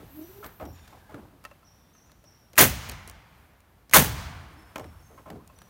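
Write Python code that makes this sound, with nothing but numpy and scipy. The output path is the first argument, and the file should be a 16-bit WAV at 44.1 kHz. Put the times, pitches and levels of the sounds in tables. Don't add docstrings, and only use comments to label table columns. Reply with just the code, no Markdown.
import sys
import numpy as np
from scipy import signal
from scipy.fft import rfft, irfft, next_fast_len
from scipy.io import wavfile
from scipy.ndimage import uniform_filter1d

SR = 44100
rng = np.random.default_rng(int(sys.argv[2]) if len(sys.argv) > 2 else 0)


def inscribe(sig):
    pcm = np.round(np.clip(np.atleast_2d(sig).T, -1, 1) * 32767)
    wavfile.write(sys.argv[1], SR, pcm.astype(np.int16))


def attenuation_scalar(level_db):
    decades = np.asarray(level_db, float) / 20
    return 10 ** decades


N = 251315
TIME = np.arange(N) / SR
FAST = next_fast_len(N)
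BANDS = 32 * 2 ** np.arange(0, 9.1, .5)

# start [t/s], blow [level/dB], exhaust rms [level/dB], exhaust t60 [t/s], deck [level/dB]
SHOTS = [
    (2.5791, 0, -14.5, .2, -4.5),
    (3.9352, 2.5, -17, 0.26, -0.5),
]
# [f/Hz], width [f/Hz], [level/dB]
FRAME = [(126, 66, 7.5), (294, 11, -0.5), (613, 45, -3), (767, 53, -17), (1052, 18, -5.5), (1286, 60, -6.5),
         (1730, 280, -15), (2190, 25, -14.5), (2213, 15, -17), (2520, 48, -17.5)]


def unit(x):
    return x / np.sqrt(np.mean(x ** 2))


def on_log(hz, table_hz, values):
    return np.interp(np.log(hz), np.log(table_hz), values)


def shape(x, table):
    hz = np.arange(1, FAST // 2 + 2) * SR / FAST
    gain = attenuation_scalar(on_log(hz, *np.transpose(table)))
    return irfft(rfft(x, FAST) * gain, FAST)[:N]


def coloured(table):
    return unit(shape(rng.standard_normal(N), table))


def band(hz):
    return [(hz / 2, -60), (hz / 1.19, -3), (hz, 0), (hz * 1.19, -3), (hz * 2, -60)]


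def bank():
    return [coloured(band(hz)) for hz in BANDS]


def resonance(hz, width):
    width = max(width, 1.05)
    return coloured([(hz / width ** 3, -40), (hz / width, -8), (hz, 0), (hz * width, -8),
                     (hz * width ** 3, -30), (6 * hz * width ** 3, -90)])


def walk(rate):
    k = int(SR / rate)
    return unit(uniform_filter1d(uniform_filter1d(rng.standard_normal(N), k), k))


def fade(t, rise, t60):
    t = np.maximum(t, 0)
    return (1 - np.exp(-t / rise)) * np.exp(-np.log(1000) * t / t60)


def add(out, s, x):
    i = int(max(s, 0) * SR)
    out[i:i + len(x)] += x[:len(out) - i]


def knocks(table, grain, lag, longer, width, ring_db, own_db, modes):
    out = np.zeros(N)
    for s, db, hz, bass_db, treble_db, t60 in table:
        t = np.arange(int(3 * t60 * SR) + 9) / SR
        i = int(s * SR)
        shape_hz = [40, 90, 170, hz / width, hz, hz * width, 3000 + hz * width]
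        shape_db = on_log(BANDS, shape_hz, [bass_db - 9.5, bass_db, bass_db, -6, 0, -8, treble_db])
        blow = attenuation_scalar(own_db) * np.sin(2 * np.pi * hz * t) * fade(t, 0.91 / hz, t60 / 4)
        for band_hz, band_db, noise in zip(BANDS, shape_db, grain):
            late = lag * (1000 / band_hz) ** 0.6 + .0006
            band_t60 = t60 * (1000 / band_hz) ** longer
            blow += attenuation_scalar(band_db) * noise[i:i + len(t)] * fade(t - late / 2, late, band_t60)
        for mode_hz, mode_db, mode_t60 in modes:
            wobble = rng.standard_normal(2)
            near_db = -6 * abs(np.log2(mode_hz / hz)) + 3 * wobble[0]
            ring = np.sin(2 * np.pi * mode_hz * (1 + 0.019 * wobble[1]) * t)
            blow += attenuation_scalar(ring_db + mode_db + near_db) * ring * fade(t, 1 / mode_hz, mode_t60)
        add(out, s, attenuation_scalar(db) * blow)
    return out


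def frame_modes():
    return [(hz, db, min(6 / width, .11)) for hz, width, db in FRAME]


def cracks():
    pulses = [
        (2.5793, -2, 1930, 2.1),
        (2.586, 3, 1720, 1.1),
        (2.59, -12, 6900, 12),
        (2.593, -3.5, 5925, 5.7),
        (3.9358, -0.5, 1960, 2.1),
        (3.9446, -10.5, 1730, 1.2),
        (3.9503, -13.5, 1500, 0.99),
    ]
    out = np.zeros(N)
    t = np.arange(900) / SR
    for s, db, hz, cycles in pulses:
        pulse = np.sin(2 * np.pi * hz * t) * fade(t, 0.52 / hz, 3 * cycles / hz)
        add(out, s - .5 / hz, -attenuation_scalar(db + 6) * pulse)
    return out


def jets():
    # [f/Hz], [level/dB per Hz]
    jet_spectrum = [(880, -36), (1500, 0.5), (2600, -3.5), (5420, -11), (6300, -2.5), (7500, -7.5),
                    (13000, -3), (16000, -1.5)]
    # after firing [t/s], rms [level/dB], rise [t/s], hold [t/s], t60 [t/s]
    valve = [
        (-.0225, -52.5, .002, .018, .04),
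        (-.0051, -34.5, .002, .003, .03),
        (0, -13.5, .0011, 0.026, .075),
    ]
    hiss = coloured(jet_spectrum)
    top = coloured([(6000, -53), (11000, -2.5), (16000, -5.5)])
    flutter = attenuation_scalar(2.2 * walk(500))
    bursts = [(s + after, db + blow_db, *rest) for s, blow_db, *_ in SHOTS for after, db, *rest in valve]
    # 26 ms after firing, rise 4 ms, hold 22 ms
    bursts += [(s + .026, db, .004, .022, t60) for s, _, db, t60, _ in SHOTS]
    out = np.zeros(N)
    for s, db, rise, hold, t60 in bursts:
        closing = np.exp(-np.log(1000) * np.maximum(TIME - s - hold, 0) / t60)
        gate = fade(TIME - s, rise, 99) * closing
        out += attenuation_scalar(db) * gate * (hiss + attenuation_scalar(-13) * top)
    return out * flutter


def booms(grain):
    answers = [
        (.003, -13.5, 1367, -16, 0.12),
        (.014, -17, 1150, -13, 0.21),
    ]
    treble_db = -10.5
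    rows = [(s + after, db + blow_db, hz, bass_db, treble_db, t60)
            for s, blow_db, *_ in SHOTS for after, db, hz, bass_db, t60 in answers]
    return knocks(rows, grain, lag=.006, longer=0.25, width=1.1, ring_db=0.5, own_db=-19, modes=frame_modes())


def ticks(grain):
    # [t/s], peak [level/dB], pitch [f/Hz], bass [level/dB]
    clicks = [(0.4436, -37, 3300, -6), (0.4624, -39.5, 8500, -27), (0.595, -62.5, 8200, -14.5),
              (0.6528, -45, 9900, -20), (2.117, -49.5, 4300, -10), (2.532, -41.5, 6150, -15),
              (2.5553, -39.5, 2520, -16.5), (2.566, -39.5, 1800, -14.5), (2.889, -36, 11400, -13.5),
              (2.8952, -27.5, 9400, -26), (2.914, -36, 12800, -26), (2.9187, -37, 10200, -16),
              (3.0753, -34, 10950, -19), (3.079, -44, 13000, -27.5), (3.087, -42.5, 9000, -24),
              (3.0967, -36, 9100, -22.5), (3.111, -45, 8970, -21.5), (3.6034, -53, 9240, -14.5),
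              (3.8951, -42.5, 5500, -18), (3.9112, -40, 2500, -16), (3.926, -37, 1900, -20),
              (4.258, -56, 12000, -20), (4.78, -37.5, 5580, -22), (5.0044, -55.5, 9040, -2.5),
              (5.3011, -41.5, 2270, -1), (5.475, -44, 8860, -48), (5.5872, -43.5, 8920, -21),
              (5.6187, -47.5, 9150, -33)]
    # [t/s], peak [level/dB], pitch [f/Hz], treble [level/dB]
    edges = [
        (0.428, -48, 1360, -21),
        (0.598, -33, 1780, -26),
        (1.143, -36, 1520, -17),
        (1.511, -47.5, 1690, -12),
        (2.539, -44.5, 800, -17),
        (4.758, -21, 1780, -12.5),
        (4.795, -32, 2340, -4.5),
        (4.842, -37.5, 2080, -9),
        (5.617, -42.5, 1630, -10.5),
    ]
    click_treble_db, click_t60_s = -2, .036
    edge_bass_db, edge_t60_s = -20, .026
    rows = [(s, db, hz, bass_db, click_treble_db, click_t60_s) for s, db, hz, bass_db in clicks]
    rows += [(s, db, hz, edge_bass_db, treble_db, edge_t60_s) for s, db, hz, treble_db in edges]
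    return attenuation_scalar(-5) * knocks(rows, grain, lag=.0001, longer=0.45, width=1.2, ring_db=-40, own_db=-1, modes=[])


def thuds(grain):
    # [t/s], peak [level/dB], centre [f/Hz], bass [level/dB], t60 [t/s]
    dull = [(0.001, -33.5, 377, 2.5, 0.14), (0.428, -32.5, 1335, -13.5, 0.28),
            (0.599, -29.5, 716, -11, 0.27), (0.645, -33.5, 330, -7, 0.19), (0.925, -38, 860, -9, 0.18),
            (1.092, -40, 848, -5, 0.73), (1.14, -32, 287, -20.5, 0.19), (1.328, -47, 280, -12, 0.13),
            (4.757, -24.5, 637, -10, 0.15), (4.796, -31, 636, -9, 0.16), (4.838, -35, 270, -23, 0.15),
            (5.102, -42.5, 458, -19, 0.3), (5.177, -36.5, 1080, -4, 0.083), (5.258, -32.5, 834, -4, 0.088),
            (5.277, -33, 670, -12, 0.13), (5.303, -30.5, 255, -4.5, 0.28), (5.346, -39.5, 371, -15, 0.15)]
    rows = []
    for s, db, hz, bass_db, t60 in dull:
        treble_db = -23 + 5 * np.log2(hz / 1000)
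        rows.append((s, db, hz, bass_db, treble_db, t60))
    return attenuation_scalar(-12) * knocks(rows, grain, lag=.007, longer=0.12, width=1.49, ring_db=3.5, own_db=3.5,
                             modes=frame_modes())


def taps(grain):
    # [t/s], peak [level/dB], pitch [f/Hz], treble [level/dB]
    touches = [
        (0.876, -44, 1460, 0),
        (1.439, -43, 899, -4),
        (1.45, -29, 1300, -9),
        (1.513, -40.5, 1050, -20),
        (1.628, -50.5, 1300, -14),
        (1.95, -51.5, 1300, -5),
        (2.095, -49, 1310, -10),
        (2.239, -48.5, 640, -3.5),
        (5.498, -43.5, 985, -22),
    ]
    # [f/Hz], [level/dB], t60 [t/s]
    nose = [(595, 0, 0.062), (1059, -6, 0.11), (1303, -2.5, 0.054), (1780, -1, 0.044), (1990, -26, 0.065),
            (2656, -5, 0.059)]
    bass_db, t60_s = -34, .06
    rows = [(s, db, hz, bass_db, treble_db, t60_s) for s, db, hz, treble_db in touches]
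    return attenuation_scalar(-15.5) * knocks(rows, grain, lag=0.00038, longer=0.24, width=1.1, ring_db=9, own_db=6.5,
                               modes=nose)


def sways():
    # after firing [t/s], rms [level/dB], centre [f/Hz], width [ratio], t60 [t/s]
    shake = [
        (.02, -18, 136, 1.45, 0.25),
        (.042, -33, 125, 1.5, 1.14),
        (.05, -32.5, 64, 1.87, 1.7),
    ]
    # [t/s], rms [level/dB], centre [f/Hz], t60 [t/s]
    steps = [
        (.62, -42, 75, 0.72),
        (4.799, -46, 80, 1.4),
        (5.295, -47, 140, 0.43),
    ]
    rows = [(s + after, db + deck_db, *rest) for s, *_, deck_db in SHOTS for after, db, *rest in shake]
    rows += [(s, db, hz, 1.6, t60) for s, db, hz, t60 in steps]
    out = np.zeros(N)
    for s, db, hz, width, t60 in rows:
        out += attenuation_scalar(db) * resonance(hz, width) * fade(TIME - s, .028 * t60, t60)
    return out


def hose():
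    # [t/s], [f/Hz], [level/dB]
    groan = [(0.1, 270, -62), (0.156, 295, -53), (0.178, 305, -46.5), (.235, 323, -43.5), (0.26, 335, -49),
             (0.3, 377, -51.5), (0.346, 393.6, -59.5), (.385, 421, -48.5), (0.44, 425, -50.5)]
    s, hz, db = np.transpose(groan)
    phase = 2 * np.pi * np.cumsum(np.interp(TIME, s, hz) * (1 + .04 * walk(90))) / SR
    shiver = attenuation_scalar(3 * walk(110) - 2.5)
    level_db = np.interp(TIME, s, db, -99, -99)
    low = attenuation_scalar(level_db) * np.sin(phase)
    high = attenuation_scalar(level_db + 4 * walk(40) - 17) * np.sin(2 * phase)
    return np.sqrt(2) * shiver * (low + high)


def rubs():
    # [t/s], rms [level/dB], centre [f/Hz], width [ratio], length [t/s]
    strokes = [
        (0.093, -65, 1550, 7.3, 0.46),
        (0.688, -66, 1610, 2.5, 0.33),
        (.93, -68, 1650, 1.05, 0.26),
        (1.15, -64, 300, 0.91, 0.16),
        (4.388, -64, 297, 1.3, 0.33),
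        (4.913, -64, 1150, 1.35, 0.078),
        (5.371, -65, 1055, 1.2, 0.086),
        (4.246, -72, 10060, 2.2, 1.042),
    ]
    out = np.zeros(N)
    for s, db, hz, width, length in strokes:
        swell = np.sin(np.pi * np.clip((TIME - s) / length, 0, 1)) ** 0.29
        out += attenuation_scalar(db) * resonance(hz, width) * swell
    return out * attenuation_scalar(2 * walk(60))


def coupling_leak():
    # [t/s], [level/dB]
    leak_level = [(0.0, -76), (0.152, -56), (0.426, -61), (0.468, -48), (0.486, -62.5), (0.756, -68),
                  (0.8, -99), (0.82, -85), (0.85, -82)]
    # [f/Hz], [level/dB per Hz]
    leak_spectrum = [(4710, -45), (8000, -19.5), (10700, -16), (12200, 3.5), (15300, -3.5), (16200, 1),
                     (16400, -21.5), (16500, -57)]
    level_db = np.interp(TIME, *np.transpose(leak_level), right=-99)
    return coloured(leak_spectrum) * attenuation_scalar(level_db + walk(20))


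def woods(x):
    # [f/Hz], [level/dB], t60 [t/s]
    echo = [(60, -22.5, 1.2), (140, -24, 0.68), (300, -28.5, 0.65), (800, -22.5, 1.5), (1700, -22, 1.1),
            (3530, -15.5, 0.64), (6500, -14, 0.4), (12000, -26.5, 0.35)]
    hz, db, t60 = np.transpose(echo)
    tree_line_s, tree_line_db, valley_longer = 0.21, -6.5, 2.4
    out = np.zeros(N)
    late = int(tree_line_s * SR)
    for f, noise in zip(BANDS, bank()):
        power = uniform_filter1d(shape(x, band(f)) ** 2, 1301, origin=650)
        band_t60 = on_log(f, hz, t60)
        near = linger(power, band_t60)
        trees = attenuation_scalar(2 * tree_line_db - 8 * abs(np.log2(f / 1300)))
        near[late:] += trees * uniform_filter1d(near, 2000)[:-late]
        valley_db = -10 + 0.5 * f / 1000
        far = attenuation_scalar(2 * valley_db) * linger(power, valley_longer * band_t60)
        out += attenuation_scalar(on_log(f, hz, db)) * np.sqrt(np.maximum(near + far, 0)) * noise
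    return out


def linger(power, t60):
    return signal.lfilter([1 / (.05 * SR)], [1, -10 ** (-6 / (t60 * SR))], power)


def birds():
    # [t/s], [level/dB], top [f/Hz], note [t/s]
    chips = [(0.219, -63.5, 6120, 0.013), (0.648, -63, 5780, .019), (0.72, -67.5, 7170, 0.021),
             (1.644, -61.5, 5895, 0.021), (1.931, -66.5, 6380, 0.019), (1.957, -65.5, 5920, 0.016),
             (2.251, -59, 5860, 0.017)]
    # [t/s], [level/dB], top [f/Hz], note [t/s], notes [count]
    whistles = [(.76, -68, 3700, .02, 3), (1.78, -79, 3650, .02, 3), (2.055, -76, 6970, .027, 1),
                (4.57, -67, 5330, 0.045, 1), (4.801, -68, 5500, 0.026, 1), (4.984, -70, 5460, 0.021, 1),
                (5.02, -69, 6440, .025, 2), (5.552, -66, 5970, .02, 3)]
    chip_leap, whistle_leap = .17, .06
    calls = [(*row, 2, chip_leap) for row in chips] + [(*row, whistle_leap) for row in whistles]
    out = np.zeros(N)
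    for s, db, end_hz, note, notes, leap in calls:
        u = np.linspace(0, 1, int(note * SR))
        for k in range(int(round(notes))):
            reach = end_hz * (1 - 0.22 * leap * k)
            phase = 2 * np.pi * np.cumsum(reach * (1 - leap * (1 - u) ** 4)) / SR
            chip = np.sin(phase) * np.sin(np.pi * u ** 1.4) ** .7
            add(out, s + 1.15 * k * note, attenuation_scalar(db) * chip)
    out *= attenuation_scalar(2.5 * walk(400))
    t = np.arange(SR // 2) / SR
    leaves = rng.standard_normal(len(t)) * fade(t, 0.0011, 0.94) * attenuation_scalar(-29.5)
    return out + signal.fftconvolve(out, leaves)[:N]


def air():
    # [f/Hz], [level/dB per Hz]
    air_spectrum = [(20, 4.5), (100, -0.5), (330, -14), (900, -14), (2240, -22.5), (7500, -32.5),
                    (15200, -27.5), (16500, -44)]
    # [t/s], [level/dB]
    air_level = [(0, -56), (.6, -56), (1.3, -58), (1.7, -61.5), (2.3, -59.5), (3.3, -60.5), (4.7, -58.5),
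                 (5.2, -58), (5.7, -56.5)]
    s, db = np.transpose(air_level)
    rumble = coloured([(25, -22), (55, -0.5), (90, -9), (160, -10), (350, -15), (900, -53.5)])
    heave = attenuation_scalar(-9 + walk(4.8))
    hiss = coloured(air_spectrum) * attenuation_scalar(1.4 * walk(6.1))
    return attenuation_scalar(np.interp(TIME, s, db)) * (hiss + heave * rumble)


def scene():
    rattle = attenuation_scalar(2 * walk(230))
    grain = [np.tile(noise * rattle, 2) for noise in bank()]
    shot = cracks() + jets() + booms(grain)
    handling = thuds(grain) + taps(grain) + ticks(grain) + hose() + rubs()
    near = shot + handling
    return (near + woods(near) + sways() + coupling_leak() + birds() + air())[None]


def roll_off(x):
    return signal.sosfilt(signal.butter(12, 16970, fs=SR, output="sos"), x)


def record(dry):
    low_cut = signal.butter(4, 48, "high", fs=SR, output="sos")
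    top_cut = signal.ellip(8, .2, 60, 15850, fs=SR, output="sos")
    mic = signal.sosfilt(low_cut, dry)
    rounded = np.tanh(1.143 * mic) / 1.077 * attenuation_scalar(1.5)
    mic = signal.sosfilt(top_cut, rounded)
    return roll_off(np.clip(mic, -1, 1))


dry = scene()
out = record(dry)
inscribe(out)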